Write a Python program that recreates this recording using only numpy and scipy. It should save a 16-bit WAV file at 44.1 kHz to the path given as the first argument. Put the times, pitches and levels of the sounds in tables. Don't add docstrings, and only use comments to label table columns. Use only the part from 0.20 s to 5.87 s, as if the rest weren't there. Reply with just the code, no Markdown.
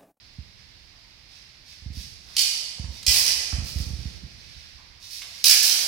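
import sys
import numpy as np
from scipy import signal
from scipy.fft import rfft, irfft, next_fast_len
from scipy.io import wavfile

SR = 44100
rng = np.random.default_rng(int(sys.argv[2]) if len(sys.argv) > 2 else 0)


def log_audio(samples):
    frames = np.atleast_2d(samples).T
    limited = np.clip(frames, -1, 1)
    pcm = np.round(limited * 32767).astype(np.int16)
    wavfile.write(sys.argv[1], SR, pcm)


N = 250258
TIME = np.arange(N) / SR


# start_s, level_db, tilt_db (per octave)
BLADE_CONTACTS = [(2.166, -10, -4), (2.191, -12, -0.5), (2.865, -8.5, -2.5), (2.878, -17.5, -2),
                  (2.918, -21, -2.5), (2.940, -18, -6), (2.968, -15.5, 8), (3.064, -13.5, -1.5),
                  (3.089, -19.5, -3), (5.241, -4, 0.5), (5.267, -12.5, -4), (5.281, -5, 4),
                  (5.295, -6, -1.5), (5.428, -9.5, 4.5), (5.451, -14.5, 0.5), (5.495, -11.5, -0.5)]
# pitch_hz, beat_db, parry_db, bind_db
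BLADE_MODES = [(1601, -42, -39, -30), (2010, -39, -26, -33), (2455, -25, -25, -29), (2619, -42, -29, -28),
               (3030, -33, -26, -26), (3774, -26, -42, -30), (4237, -29, -17, -31), (4409, -24, -22, -27),
               (4554, -19, -19, -23), (4635, -23, -42, -42), (4807, -16, -21, -24), (4870, -16, -23, -23),
               (4925, -27, -19, -22), (5012, -22, -42, -20), (5082, -19, -20, -26), (5157, -21, -18, -23),
               (5215, -42, -12, -26), (5565, -21, -19, -25), (5674, -16, -22, -42), (5813, -20, -42, -21),
               (5925, -24, -29, -21), (6200, -40, -20, -28), (6503, -42, -22, -26), (6697, -26, -38, -39),
               (7810, -42, -31, -41), (7990, -29, -36, -26), (9238, -42, -42, -32), (9590, -42, -40, -35),
               (10184, -38, -42, -28)]
# one level_db each for beat, parry, bind
FREE_RING_DB = [1, 4, -4.5]
BLADE_T60_S, CRACK_S, CHATTER_S = 0.18, 0.0045, 0.059


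def clashes(chatter_db=-9, jangle_db=-6, jangle_t60=0.046, ring_db=-1, hilt_db=-24, count=200, channels=5):
    out = np.zeros((channels, N))
    t = TIME[:SR // 3]
    mode_table = np.array(BLADE_MODES)
    rings = ringing(mode_table[:, 0], BLADE_T60_S, SR)
    jangle_hz = np.linspace(1500, 15500, count) + rng.uniform(-35, 35, count)
    jangles = ringing(jangle_hz, jangle_t60, len(t))
    for k, (start_s, level_db, tilt_db) in enumerate(BLADE_CONTACTS):
        spot = out[k % channels]
        kind, edge_hz = engagement(start_s)
        crack = unit(rng.standard_normal(len(t)) * t * np.exp(-2 * t / CRACK_S))
        chatter = from_db(chatter_db) * unit(grains(len(t), 1200, 3.5) * np.exp(-t / CHATTER_S))
        jangle = from_db(jangle_db) * unit(rng.standard_normal(count) @ jangles)
        burst = colour(crack + chatter + jangle, lambda f: tilted_steel_db(f, edge_hz, hilt_db, tilt_db))
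        add(spot, start_s, blow(burst, level_db))
        share = from_db(mode_table[:, 1 + kind] + rng.standard_normal(len(mode_table)))
        share *= rng.choice([-1, 1], len(mode_table))
        ring = blow(share @ rings, level_db + ring_db + FREE_RING_DB[kind])
        add(spot, start_s, np.linalg.norm(share) * ring)
    return out


# start_s, kind, edge_fall (octaves per second)
EXCHANGES = [(2.16, "beat", 2.3), (2.86, "parry", 1.3), (5.235, "bind", 9.6), (5.42, "bind", 1)]
EXCHANGE_KINDS = ["beat", "parry", "bind"]
EDGE_HZ = 2275


def engagement(s):
    start_s, kind, edge_fall = [row for row in EXCHANGES if row[0] <= s][-1]
    return EXCHANGE_KINDS.index(kind), EDGE_HZ * 2 ** (-edge_fall * (s - start_s))


# pitch_hz, density_db (dB per Hz)
STEEL_SPECTRUM = [(1400, -15.5), (1700, -10.5), (2050, -14.5), (2450, -8.5), (3000, -10), (3700, -8.5),
                  (4900, 1), (5700, -2.5), (7200, -12), (9400, -9.5), (13000, -14), (15500, -13.5)]


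def steel_db(hz, edge_hz, hilt_db):
    radiated = from_db(at_hz(STEEL_SPECTRUM, hz)) / np.sqrt(1 + (edge_hz / hz) ** 20)
    hilt_shape = at_hz([(100, -15.0), (350, -11.5), (750, -5.5), (1150, -8.5), (3000, -1.0)], hz)
    return 20 * np.log10(np.hypot(radiated, from_db(hilt_db + hilt_shape)))


def tilted_steel_db(hz, edge_hz, hilt_db, tilt_db):
    return steel_db(hz, edge_hz, hilt_db) + tilt_db * np.maximum(octaves(hz), -1)


def ringing(hz, t60, size):
    t = TIME[:size]
    mode_t60 = t60 * 2 ** (-.4 * octaves(hz[:, None]))
    rings = np.sin(2 * np.pi * hz[:, None] * t) * from_db(-60 * t / mode_t60)
    return rings / np.linalg.norm(rings, axis=1, keepdims=True)


# start_s, hold_s (time under pressure), level_db
BLADE_SLIDES = [(2.885, 0.082, -17), (5.245, 0.018, -20.5), (5.425, .03, -20), (5.53, 0.08, -26.5)]


def slides(edge_hz=1900, tilt_db=0.0, hilt_db=-14):
    level = sum(from_db(level_db) * pressure(start_s, hold_s) for start_s, hold_s, level_db in BLADE_SLIDES)
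    grind = colour(grains(N, 1500, 2.0), lambda f: tilted_steel_db(f, edge_hz, hilt_db, tilt_db))
    return level * unit(grind) * np.sqrt(N)


SLIDE_ATTACK_S, SLIDE_RELEASE_DB_PER_S = 0.0087, 205


def pressure(s, hold):
    attack = np.clip((TIME - s) / SLIDE_ATTACK_S, 0, 1)
    return attack * from_db(-SLIDE_RELEASE_DB_PER_S * np.maximum(TIME - s - hold, 0))


def steps(floor_hz=63, sweep_s=0.0037, thud_s=0.03, rumble_db=-19, rumble_s=0.11):
    out, t = np.zeros(N), TIME[:SR // 2]
    boards = signal.butter(2, [48, 150], "band", fs=SR, output="sos")
    for start_s, level_db, sweep_hz in landings():
        cycles = floor_hz * t + sweep_hz * sweep_s * (1 - np.exp(-t / sweep_s))
        thud = np.sin(2 * np.pi * cycles) * np.exp(-(t / thud_s) ** 2) * (1 - np.exp(-t / 0.0015))
        rumble = unit(signal.sosfilt(boards, rng.standard_normal(len(t)))) * np.sqrt(len(t))
        rumble *= np.exp(-t / rumble_s)
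        add(out, start_s - .0015, from_db(level_db) * (thud + from_db(rumble_db) * rumble))
    return signal.sosfilt(signal.butter(5, 290, fs=SR, output="sos"), out)


# start_s, level_db, sweep_hz, roll_s (heel to sole)
FOOTFALLS = [(.184, -30.5, 260, 0.0011), (1.62, -36.5, 83, 0), (1.66, -23.5, 160, 0.042),
             (1.770, -26, 150, 0.0036), (2.596, -22, 170, 0.044), (2.685, -27, 68, 0.0011),
             (2.878, -20.5, 23, 0.002), (3.329, -18, 147, 0.0031), (3.384, -19, 147, .037),
             (3.558, -16, 102, .044), (3.665, -23.5, 124, 0.04), (3.733, -21.5, 90, 0.055),
             (3.854, -21, 180, 0), (4.033, -28.5, 187, 0.0043), (4.362, -42, 27, 0.00053),
             (4.546, -44.5, 18, 0.0044)]
SOLE_DB = -2.5


def landings():
    heels = [(start_s, level_db, sweep_hz) for start_s, level_db, sweep_hz, _ in FOOTFALLS]
    soles = [(start_s + roll_s, level_db + SOLE_DB, sweep_hz)
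             for start_s, level_db, sweep_hz, roll_s in FOOTFALLS if roll_s > 0]
    return heels + soles


# start_s, length_s, level_db
SWISHES = [(0.362, 0.067, -56), (1.069, 0.15, -50), (1.441, 0.11, -46.5), (1.715, 0.14, -40.5),
           (1.986, 0.42, -45), (2.682, .14, -43.5), (3.429, 0.091, -35.5), (3.541, 0.1, -37.5),
           (3.679, 0.34, -47.5), (3.951, 0.68, -50.5), (4.791, 0.097, -42.5), (4.87, 0.13, -36.5),
           (5.035, 0.24, -43)]
# pitch_hz, density_db (dB per Hz)
SWISH_SPECTRUM = [(700, -38), (1500, -15.5), (2400, -4), (3300, -5.5), (4400, 2), (5500, 2), (7200, -13.5),
                  (10000, -14.5), (15000, -21)]
SWISH_PLAIN_DB, SWISH_TILT_PER_DB = -44.5, .5


def swishes():
    out = np.zeros(N)
    for start_s, length_s, level_db in SWISHES:
        size = int(length_s * SR)
        tilt_db = SWISH_TILT_PER_DB * (level_db - SWISH_PLAIN_DB)
        rub = colour(grains(size, 6000, 4.0),
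                     lambda f: at_hz(SWISH_SPECTRUM, f) + tilt_db * np.maximum(octaves(f), -2))
        swell = np.sin(np.pi * np.arange(size) / size)
        add(out, start_s, from_db(level_db) * unit(rub * swell) * np.sqrt(size))
    return out


# start_s, level_db, pitch_hz, decay_s
SCUFFS = [(.73, -60, 880, 0.027), (2.05, -52, 916, .064), (2.58, -49, 677, 0.014),
          (2.644, -48, 1200, 0.0018), (2.828, -37.5, 3960, 0.006), (3.325, -41.5, 1080, 0.0037),
          (4.58, -52.5, 1053, 0.028), (5.017, -33.5, 2880, 0.0075), (5.03, -52, 756, .043)]
SLAP_DB, SLAP_HZ, SLAP_S = -34, 362, 0.028


def scuffs(skirt_db=11):
    out, t = np.zeros(N), TIME[:SR // 3]
    slaps = [(start_s, level_db + SLAP_DB, SLAP_HZ, SLAP_S) for start_s, level_db, _ in landings()]
    for start_s, level_db, pitch_hz, decay_s in [*SCUFFS, *slaps]:
        puff = rng.standard_normal(len(t)) * t * np.exp(-2 * t / decay_s)
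        puff = colour(puff, lambda f: -skirt_db * np.abs(np.log2(f / pitch_hz)))
        add(out, start_s, blow(puff, level_db))
    return out


# pitch_hz, t60_s
HALL_T60 = [(100, 2.5), (600, 2.6), (2400, 1.22), (5000, 1.09), (9000, 0.96), (15000, 0.42)]
# delay_s, level_db
WALL_ECHOES = [(.015, -10), (0.0256, -11.5), (.050, -26)]


def hall(direct_db=-8, build_s=0.0081, tail_db=-1, smear_s=0.00076):
    t = TIME[:int(1.6 * SR)]
    hz = np.maximum(np.arange(len(t) // 2 + 1) * SR / len(t), 1)
    white = rfft(rng.standard_normal((2, len(t))))
    centres = np.geomspace(100, 16000, 14)
    tail = 0
    for centre, peak in zip(centres, np.eye(len(centres))):
        band = irfft(white * np.interp(np.log(hz), np.log(centres), peak), len(t))
        tail = tail + band * from_db(-60 * t / at_hz(HALL_T60, centre))
    response = from_db(tail_db) * unit(tail * (1 - np.exp(-(t / build_s) ** 2)))
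    response[:, 0] += from_db(direct_db)
    for delay_s, level_db in WALL_ECHOES:
        smear = unit(rng.standard_normal((2, len(t))) * np.exp(-t / smear_s))
        response += from_db(level_db) * np.roll(smear, round(delay_s * SR), axis=1)
    return response


# pitch_hz, density_db (dB per Hz)
HISS_SPECTRUM = [(15, -69), (25, -2.5), (64, -1), (119, -5.5), (204, -14.5), (340, -18.5), (410, -23),
                 (482, -24), (684, -21.5), (1380, -24.5), (2120, -15.5), (3090, -18.5), (5010, -11.5),
                 (7100, -33), (15500, -43)]
# pitch_hz, likeness (0 to 1)
RUMBLE_LIKENESS = [(60, 1), (150, 1), (400, 0.97), (1200, 0.037)]
HISS_DB = -50


def hiss():
    mid, side = rng.standard_normal((2, N))

    def side_db(f):
        alike = np.clip(at_hz(RUMBLE_LIKENESS, f), 0, .99)
        return 10 * np.log10((1 - alike) / (1 + alike))

    mid = colour(mid, lambda f: at_hz(HISS_SPECTRUM, f))
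    side = colour(side, lambda f: at_hz(HISS_SPECTRUM, f) + side_db(f))
    return from_db(HISS_DB) * unit(np.array([mid + side, mid - side])) * np.sqrt(N)


def from_db(db):
    return 10 ** (np.asarray(db) / 20)


def unit(x):
    return x / np.sqrt(np.mean(np.sum(x ** 2, axis=-1)) + 1e-20)


def at_hz(points, hz):
    f, value = np.transpose(points)
    return np.interp(np.log(np.maximum(hz, 1)), np.log(f), value)


def colour(x, db_at):
    size = 2 * next_fast_len(x.shape[-1] // 2 + 2048)
    hz = np.maximum(np.arange(size // 2 + 1) * SR / size, 10)
    cepstrum = irfft(np.log(from_db(db_at(hz))))
    cepstrum[1:size // 2] *= 2
    cepstrum[size // 2 + 1:] = 0
    return irfft(rfft(x, size) * np.exp(rfft(cepstrum)))[..., :x.shape[-1]]


def octaves(hz):
    return np.log2(hz / 5000)


def add(track, s, sound):
    start = max(round(s * SR), 0)
    track[start:start + len(sound)] += sound[:max(N - start, 0)]


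def grains(size, per_s, spread_db):
    strength = from_db(spread_db * np.minimum(rng.exponential(1, size), 4)) * rng.standard_normal(size)
    slips = rng.random(size) < per_s / SR
    return unit(strength * slips) * np.sqrt(size)


def blow(x, level_db):
    return unit(x) * from_db(level_db) * np.sqrt(SR / 100)


def scene(boom_db=-17, thud_db=-2, near_db=-8):
    thuds, taps = from_db(thud_db) * steps(), scuffs()
    spots = [*clashes(), slides(), swishes() + taps + from_db(boom_db) * thuds]
    airborne = sum(signal.oaconvolve(x[None], hall(), axes=1)[:, :N] for x in spots)
    return airborne + thuds + from_db(near_db) * taps + hiss()


# pitch_hz, level_db (left minus right)
MICROPHONE_PORTS = [(80, -10), (250, -5.5), (700, -2), (1300, -5), (2300, -10), (3300, -4.5), (4200, -5.5),
                    (5500, -15), (7500, -3), (10000, 2), (12500, -3), (15000, -14)]
CUTOFF_HZ = 15900


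def record(dry):
    def port_db(f, sign):
        return 10 * np.log10(2 / (1 + from_db(sign * at_hz(MICROPHONE_PORTS, f)) ** 2))

    left = colour(dry[0], lambda f: port_db(f, -1))
    right = colour(dry[1], lambda f: port_db(f, 1))
    rounded = 1.249 * np.tanh(np.array([left, right]) / 1.428)
    return signal.sosfilt(signal.ellip(10, .3, 75, CUTOFF_HZ, fs=SR, output="sos"), rounded)


dry = scene()
out = record(dry)
log_audio(out)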